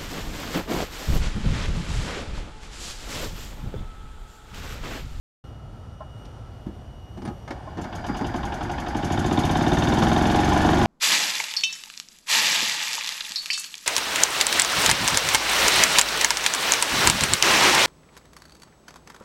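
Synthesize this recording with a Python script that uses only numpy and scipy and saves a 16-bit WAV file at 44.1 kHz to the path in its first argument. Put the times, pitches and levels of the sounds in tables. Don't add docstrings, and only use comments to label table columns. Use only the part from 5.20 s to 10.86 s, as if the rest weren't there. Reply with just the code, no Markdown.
import sys
import numpy as np
from scipy import signal
from scipy.fft import rfft, irfft, next_fast_len
from scipy.io import wavfile
from scipy.ndimage import map_coordinates

SR = 44100
rng = np.random.default_rng(int(sys.argv[2]) if len(sys.argv) > 2 else 0)


def bounce(signal):
    frames = np.transpose(np.atleast_2d(signal))
    limited = np.clip(frames, -1, 1)
    pcm = np.round(limited * 32767).astype(np.int16)
    wavfile.write(sys.argv[1], SR, pcm)


N = 249606

FIRST_FIRING_S, IDLE_HZ = 2.584, 11.77
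# idle_db, per_speed_doubling_db, throttle_db, cranking_db
THROB_LAW, CLATTER_LAW, WHIRR_LAW = (-36, 10.5, 7, 16), (-31.5, 7, 0.16, 4.5), (-51.5, 8.5, 2.5, 4.5)
SLAP_LAW, TAPPET_LAW, HISS_LAW = (-43, 10, -3, -4), (-50, 9.5, -2, -8), (-52, 1.5, 6.5, -8.5)
# freq_hz, density_db
RATTLE_SPECTRUM = [(100, -0.5), (200, -0.5), (350, 0), (460, -13), (560, -6), (800, 3), (950, -4),
                   (1120, -9), (1270, -14.5), (1420, -8.5), (1800, -11.5), (2020, -28), (2300, -14.5),
                   (2900, -101)]
# freq_hz, density_db
TICK_SPECTRUM = [(500, -17), (1500, -6.5), (2300, 4.5), (3500, 6.5), (6000, 2), (9300, -13.5), (15000, -25)]


def engine():
    # time_s, firing_hz
    speed = [(2.584, 5.76), (2.8, 8.9), (3.0, 10.24), (3.3, 11.23), (3.75, 12.17), (4.0, 14.37),
             (4.3, 17.02), (4.6, 19.47), (5.0, 21.69), (5.3, 23.22), (5.66, 24.42)]
    rate_hz, = curves(speed)
    cycle = np.cumsum(rate_hz) / SR
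    cycle -= cycle[round(FIRST_FIRING_S * SR)]
    spark = cycle + 0.012 + 0.004484 * (rate_hz - IDLE_HZ)
    blend = ramp(rate_hz, 20, 3.5)
    labour = 0.77 + 0.31 * throttle() - 0.19 * blend
    pulses = pressure_pulses(cycle, rate_hz, labour) + cover_and_fins(spark, rate_hz, blend)
    pulses += exhaust_valve(cycle, rate_hz)
    sound = pulses / np.sqrt(rate_hz)
    sound += casing_rattle(cycle, spark, rate_hz, labour)
    sound += piston_slap(spark, rate_hz) + tappet(cycle, rate_hz) + exhaust_jet(cycle, rate_hz)
    sound += clutch() + frame_shudder(rate_hz)
    turning = ramp(clock(), 2.31, 0.054)
    return turning * sound


def pressure_pulses(cycle, rate_hz, labour):
    # pitch_hz, level_db, t60_s
    block_modes = [(135, 1, 0.042), (309.6, -0.5, 0.083), (357.5, -7, 0.085), (530, -18, 0.023)]
    muffler_modes = [(48, -6, 0.024), (89.5, 0.5, 0.1), (164.7, -1, 0.099), (341, -8, 0.094)]
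    airbox_modes = [(67, -25, 0.043), (111.5, -10.5, 0.082), (227, 0.5, 0.053), (370, -36, 0.16)]
    firing = amp(1) * labour * strokes(cycle, 0.014, block_modes, jitter_s=0.0001, scatter_db=1.5)
    exhaust = 7 * rate_hz ** -0.75 * strokes(cycle, 0.1967, muffler_modes, jitter_s=0.0001, scatter_db=0.6)
    intake = amp(1.5) * strokes(cycle, 0.55, airbox_modes, jitter_s=0.0001, scatter_db=0.1)
    return amp(level_db(THROB_LAW, rate_hz) + 20.5) * (firing - exhaust - intake)


def cover_and_fins(spark, rate_hz, blend):
    # pitch_hz, level_db, t60_s
    cover_modes = [(653, -11, 0.034), (722.5, 1, 0.069), (800, -10, 0.03), (1027, 0, 0.048),
                   (1760, -10, 0.087)]
    fin_modes = [(2320, -4.5, 0.047), (3024, -4, 0.075), (3430, -2.5, 0.032), (3628, 9.5, 0.035),
                 (3738, 9.5, 0.017)]
    cover = strokes(spark, -0.0203, cover_modes, jitter_s=0.00034, scatter_db=3.5, detune=0.02)
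    fins = strokes(spark, -0.035, fin_modes, jitter_s=0.00051, scatter_db=1.5, detune=0.0067)
    cover *= (rate_hz / 21) ** 0.95
    fins *= amp(-8 - 8 * blend) * np.minimum(rate_hz / 16, 1) ** 4.8
    return amp(level_db(CLATTER_LAW, rate_hz) + 16) * (cover + fins)


def exhaust_valve(cycle, rate_hz):
    # pitch_hz, level_db, t60_s
    modes = [(6270, -1.5, 0.042), (6670, -4, 0.073), (7200, -0.5, 0.032), (10850, -12, 0.026)]
    pings = strokes(cycle, 0.2, modes, jitter_s=0.0013, scatter_db=3, detune=0.0085)
    return amp(level_db(HISS_LAW, rate_hz) + 19.5) * pings


def casing_rattle(cycle, spark, rate_hz, labour):
    # freq_hz, density_db
    whirr_spectrum = [(900, -20), (1900, 1.5), (2600, 1), (3300, 3.5), (4300, -1.5), (4900, -3),
                      (5500, -5.5), (7000, -8.5), (9000, -18.5), (11000, -23), (15500, -34)]
    firing = 0.33 * labour * gate(spark, -0.077, rise=0.061, fall=0.42)
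    changeover = 0.16 * gate(cycle, 0.46, rise=0.065, fall=0.42)
    shaking = 0.14 * rate_hz ** 0.66 + firing + changeover
    clatter = amp(level_db(CLATTER_LAW, rate_hz) - 2.5) * coloured(contacts(cycle, 0.23), RATTLE_SPECTRUM)
    whirr = amp(level_db(WHIRR_LAW, rate_hz)) * coloured(contacts(cycle, 0.15), whirr_spectrum)
    return shaking * (clatter + whirr)


def contacts(cycle, recurring_share):
    index = np.arange(N)
    new_cycle = np.diff(np.floor(cycle), prepend=0) != 0
    since = index - np.maximum.accumulate(index * new_cycle)
    first, second, fresh = rng.standard_normal((3, N))
    turn_rad = 2.503 * clock()
    pattern = np.cos(turn_rad) * first[since] + np.sin(turn_rad) * second[since]
    return np.sqrt(recurring_share) * pattern + np.sqrt(1 - recurring_share) * fresh


def piston_slap(spark, rate_hz):
    # freq_hz, density_db
    spectrum = [(700, 24), (1000, 7.5), (1600, 8.5), (2000, -1), (2300, -0.5), (2600, 2.5), (3000, 5.5),
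                (3550, 1), (4150, -10), (5800, -10), (9000, -41)]
    return amp(level_db(SLAP_LAW, rate_hz)) * gate(spark, -0.053, rise=0.048, fall=0.091) * noise(spectrum)


def tappet(cycle, rate_hz):
    # freq_hz, density_db
    spectrum = [(1100, -16), (1450, 7.5), (1800, -0.5), (2250, -1), (2600, -23)]
    seating = gate(cycle, 0.408, rise=0.069, fall=0.087)
    return amp(level_db(TAPPET_LAW, rate_hz)) * seating * noise(spectrum)


def exhaust_jet(cycle, rate_hz):
    # freq_hz, density_db
    spectrum = [(2000, -5), (3000, 7.5), (4200, 0.5), (5700, 1), (6400, 5.5), (6900, -7), (7600, -4),
                (9700, -12), (10800, -2.5), (11600, -11), (15500, -22.5)]
    jet = gate(cycle, 0.16, rise=0.0017 * rate_hz, fall=0.027 * rate_hz ** 0.84)
    return amp(level_db(HISS_LAW, rate_hz) - 1.5 + wobble(9)) * jet * noise(spectrum)


def clutch():
    sing_db = np.interp(clock(), [2.6, 2.9, 3.3, 4.2], [-70, -52.5, -61, -57])
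    return amp(sing_db) * noise([(4550, -22), (4850, 14), (5200, -30)])


def frame_shudder(rate_hz):
    # freq_hz, density_db
    spectrum = [(25, -3), (45, 1), (75, 6), (120, -31)]
    return amp(-37) * ramp(rate_hz, 7, 3.8) * noise(spectrum)


def knocks():
    # start_s, clack_db, thud_db
    clunks = [(1.464, -53, -22.5), (1.973, -46.5, -26.5), (2.019, -44.5, -25), (2.052, -39, -25),
              (2.075, -39, -20), (2.277, -40.5, -53), (2.306, -34, -41), (2.571, -43, -21),
              (2.641, -39.5, -43), (4.823, -25, -16)]
    # start_s, thud_db
    jolts = [(2.58, -23.5), (2.887, -16), (3.01, -14), (3.142, -18), (3.749, -18), (4.111, -15),
             (4.176, -15.5)]
    # start_s, level_db
    hollows = [(.805, -34), (2.472, -35)]
    # pitch_hz, level_db, t60_s
    solenoid_modes = [(312, 2.5, 0.074), (560, -2, 0.068), (1890, -7, 0.048), (2210, -4, 0.044)]
    spring_modes = [(9200, -2, 0.043), (9400, -9, 0.064)]
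    out = np.zeros(N)
    for start_s, clack_db, thud_db in clunks:
        add(out, start_s, knock(thud_db, clack_db, tick_db=clack_db - 7.5))
    for start_s, thud_db in jolts:
        add(out, start_s, knock(thud_db, clack_db=thud_db - 18, tick_db=thud_db - 32))
    for start_s, hollow_db in hollows:
        add(out, start_s, amp(hollow_db) * hollow_sound())
    add(out, 1.05, knock(thud_db=-59, clack_db=-61, tick_db=-51.5))
    add(out, 2.309, amp(-26) * ring(solenoid_modes, scatter_db=3, attack_s=0.0036))
    add(out, 2.051, amp(-39.5) * ring(spring_modes, scatter_db=1, attack_s=0.002))
    return out


def knock(thud_db, clack_db, tick_db):
    # pitch_hz, level_db, t60_s
    panel_modes = [(134, -7, 0.066), (191.7, -0.5, 0.17), (268, -7, 0.19), (313, 3, 0.071),
                   (406, -4, 0.051)]
    linkage_modes = [(568, -2.5, 0.26), (795, -21, 0.033), (824, 0, 0.21), (1130, -7, 0.15),
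                     (1253, -0.5, 0.18), (1723, -4, 0.082), (2084, 0, 0.063)]
    # freq_hz, density_db
    boom_spectrum = [(80, -8), (150, 2), (220, 2), (320, 0.5), (450, -15.5), (600, -27)]
    thud = amp(thud_db - 9) * ring(panel_modes, scatter_db=2.5, attack_s=0.0029)
    boom = amp(thud_db - 6.5) * burst(boom_spectrum, t60_s=0.22, attack_s=0.0044)
    clack = amp(clack_db - 6) * ring(linkage_modes, scatter_db=3, attack_s=0.0025)
    loose = amp(clack_db + 6.5) * burst(RATTLE_SPECTRUM, t60_s=0.13, attack_s=0.00029)
    tick = amp(tick_db + 2) * burst(TICK_SPECTRUM, t60_s=0.091, attack_s=0.0008)
    return thud + boom + clack + loose + tick


def hollow_sound():
    # pitch_hz, level_db, t60_s
    modes = [(631, 6.5, 0.039), (833, -1, 0.16), (1050, 2, 0.072), (1343, -13, 0.16)]
    hollow = ring(modes, scatter_db=-4.5, attack_s=0.0064)
    puff = amp(-5) * burst(RATTLE_SPECTRUM, t60_s=0.17, attack_s=0.009)
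    tick = amp(-30) * burst(TICK_SPECTRUM, t60_s=0.1, attack_s=0.005)
    return hollow + puff + tick


def walls(x, t60_s, wet_db):
    t = np.arange(SR // 2) / SR
    tail = coloured(rng.standard_normal(len(t)), [(120, -7.5), (500, 15), (3000, 1.5), (15000, 12.5)])
    tail *= amp(-60 * t / t60_s) * (t > 0.008)
    return x + amp(wet_db) * signal.fftconvolve(x, tail / np.linalg.norm(tail))[:N]


def yard():
    # freq_hz, density_db
    rumble_spectrum = [(11, -84), (18, -28), (27, -13), (52, -2), (70, -4), (112, -2.5), (166, -14.5),
                       (215, -18), (260, -27), (340, -80), (570, -120)]
    air_spectrum = [(120, -40), (200, 2.5), (422, -3), (755, -2.5), (1210, -11.5), (1330, -12),
                    (2210, -21.5), (2700, -22.5), (2960, -19.5), (3890, -23.5), (5590, -27.5),
                    (8050, -33.5), (8500, -33), (12000, -40.5), (15500, -47)]
    rumble = amp(-40 + 1.55 * wobble(10)) * noise(rumble_spectrum)
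    air = amp(-49 + 0.89 * wobble(5.1)) * noise(air_spectrum)
    hum_db = np.interp(clock(), [1.3, 1.6], [-60, -72])
    return rumble + air + amp(hum_db) * noise([(1150, -15), (1310, -1), (1520, -16)])


def electronic_whine():
    # time_s, level_db
    envelope = [(0.26, -72), (0.6, -75), (0.88, -73), (1.02, -67.5), (1.22, -77), (1.5, -74.5),
                (2.07, -66.5), (2.4, -72.5)]
    # pitch_hz, level_db
    tones = [(2895, -1.5), (2955, -10), (5777, -10.5), (8667, -18), (11795, -19)]
    phase_per_hz = 2 * np.pi * clock() + 0.88 * wobble(26) / tones[0][0]
    whine = sum(amp(db + 2.8 * wobble(6.97)) * np.sin(hz * phase_per_hz) for hz, db in tones)
    return amp(curves(envelope)[0] + 10.5) * whine


def throttle():
    return ramp(clock(), 3.697, 0.18)


def level_db(law, rate_hz):
    idle_db, doubling_db, throttle_db, cranking_db = law
    cranking = 1 - ramp(clock(), FIRST_FIRING_S - 0.02, 0.07)
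    doublings = np.log2(rate_hz / IDLE_HZ)
    return idle_db + doubling_db * doublings + throttle_db * throttle() + cranking_db * cranking


def strokes(cycle, at, modes, jitter_s, scatter_db, detune=0):
    out = np.zeros(N)
    running = cycle > 0
    for start_s in np.interp(np.arange(at, cycle[-1], 1), cycle[running], clock()[running]):
        start_s += jitter_s * rng.standard_normal()
        add(out, start_s, ring(modes, scatter_db, attack_s=0.0022, detune=detune))
    return out


def gate(cycle, at, rise, fall):
    since = (cycle - at) % 1
    return unit((cycle > at) * (1 - np.exp(-since / rise)) * np.exp(-since / fall))


def ring(modes, scatter_db, attack_s, detune=0):
    t = np.arange(SR // 4) / SR
    hz, db, t60_s = np.transpose(modes)[:, :, None]
    decay = amp(db + scatter_db * rng.standard_normal(hz.shape) - 60 * t / t60_s)
    hz = hz * (1 + detune * rng.standard_normal(hz.shape))
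    return np.sum(decay * np.sin(2 * np.pi * hz * t), axis=0) * (1 - np.exp(-t / attack_s))


def burst(spectrum, t60_s, attack_s):
    t = np.arange(SR // 4) / SR
    envelope = amp(-60 * t / t60_s) * (1 - np.exp(-t / attack_s))
    return envelope * coloured(rng.standard_normal(len(t)), spectrum)


def noise(spectrum):
    return coloured(rng.standard_normal(N), spectrum)


def coloured(x, spectrum):
    freq_hz, db = np.transpose(spectrum)
    gain = lambda hz: amp(np.interp(np.log(hz + 1), np.log(freq_hz), db, left=-120, right=-120))
    return unit(filtered(x, gain))


def filtered(x, response):
    size = next_fast_len(len(x) + 8192)
    return irfft(rfft(x, size) * response(np.fft.rfftfreq(size, 1 / SR)), size)[:len(x)]


def wobble(knots_per_s):
    return map_coordinates(rng.standard_normal(int(N * knots_per_s / SR) + 4), [clock() * knots_per_s])


def curves(rows):
    time_s, *columns = np.transpose(rows)
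    return [np.interp(clock(), time_s, column) for column in columns]


def add(track, start_s, sound):
    part = track[round(start_s * SR):][:len(sound)]
    part += sound[:len(part)]


def ramp(x, start, width):
    return np.clip((x - start) / width, 0, 1)


def amp(db):
    return 10 ** (np.asarray(db) / 20)


def unit(x):
    return x / np.sqrt(np.mean(x ** 2) + 1e-20)


def clock():
    return np.arange(N) / SR


def scene():
    cart = walls(engine() + knocks(), t60_s=0.18, wet_db=-14)
    return (cart + yard() + electronic_whine())[None]


def record(dry):
    open_s, notches_hz, top_hz = 0.239, (3955, 7910), 15780
    opened = dry[0] * ramp(clock(), open_s, 0.003)
    bass = lambda hz: (hz / (hz - 14j)) ** 2
    notches = lambda hz: np.prod([(hz - c) / (hz - c - 70j) for c in notches_hz], axis=0)
    return filtered(opened, lambda hz: bass(hz) * notches(hz) * (hz < top_hz))[None]


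dry = scene()
out = record(dry)
bounce(out)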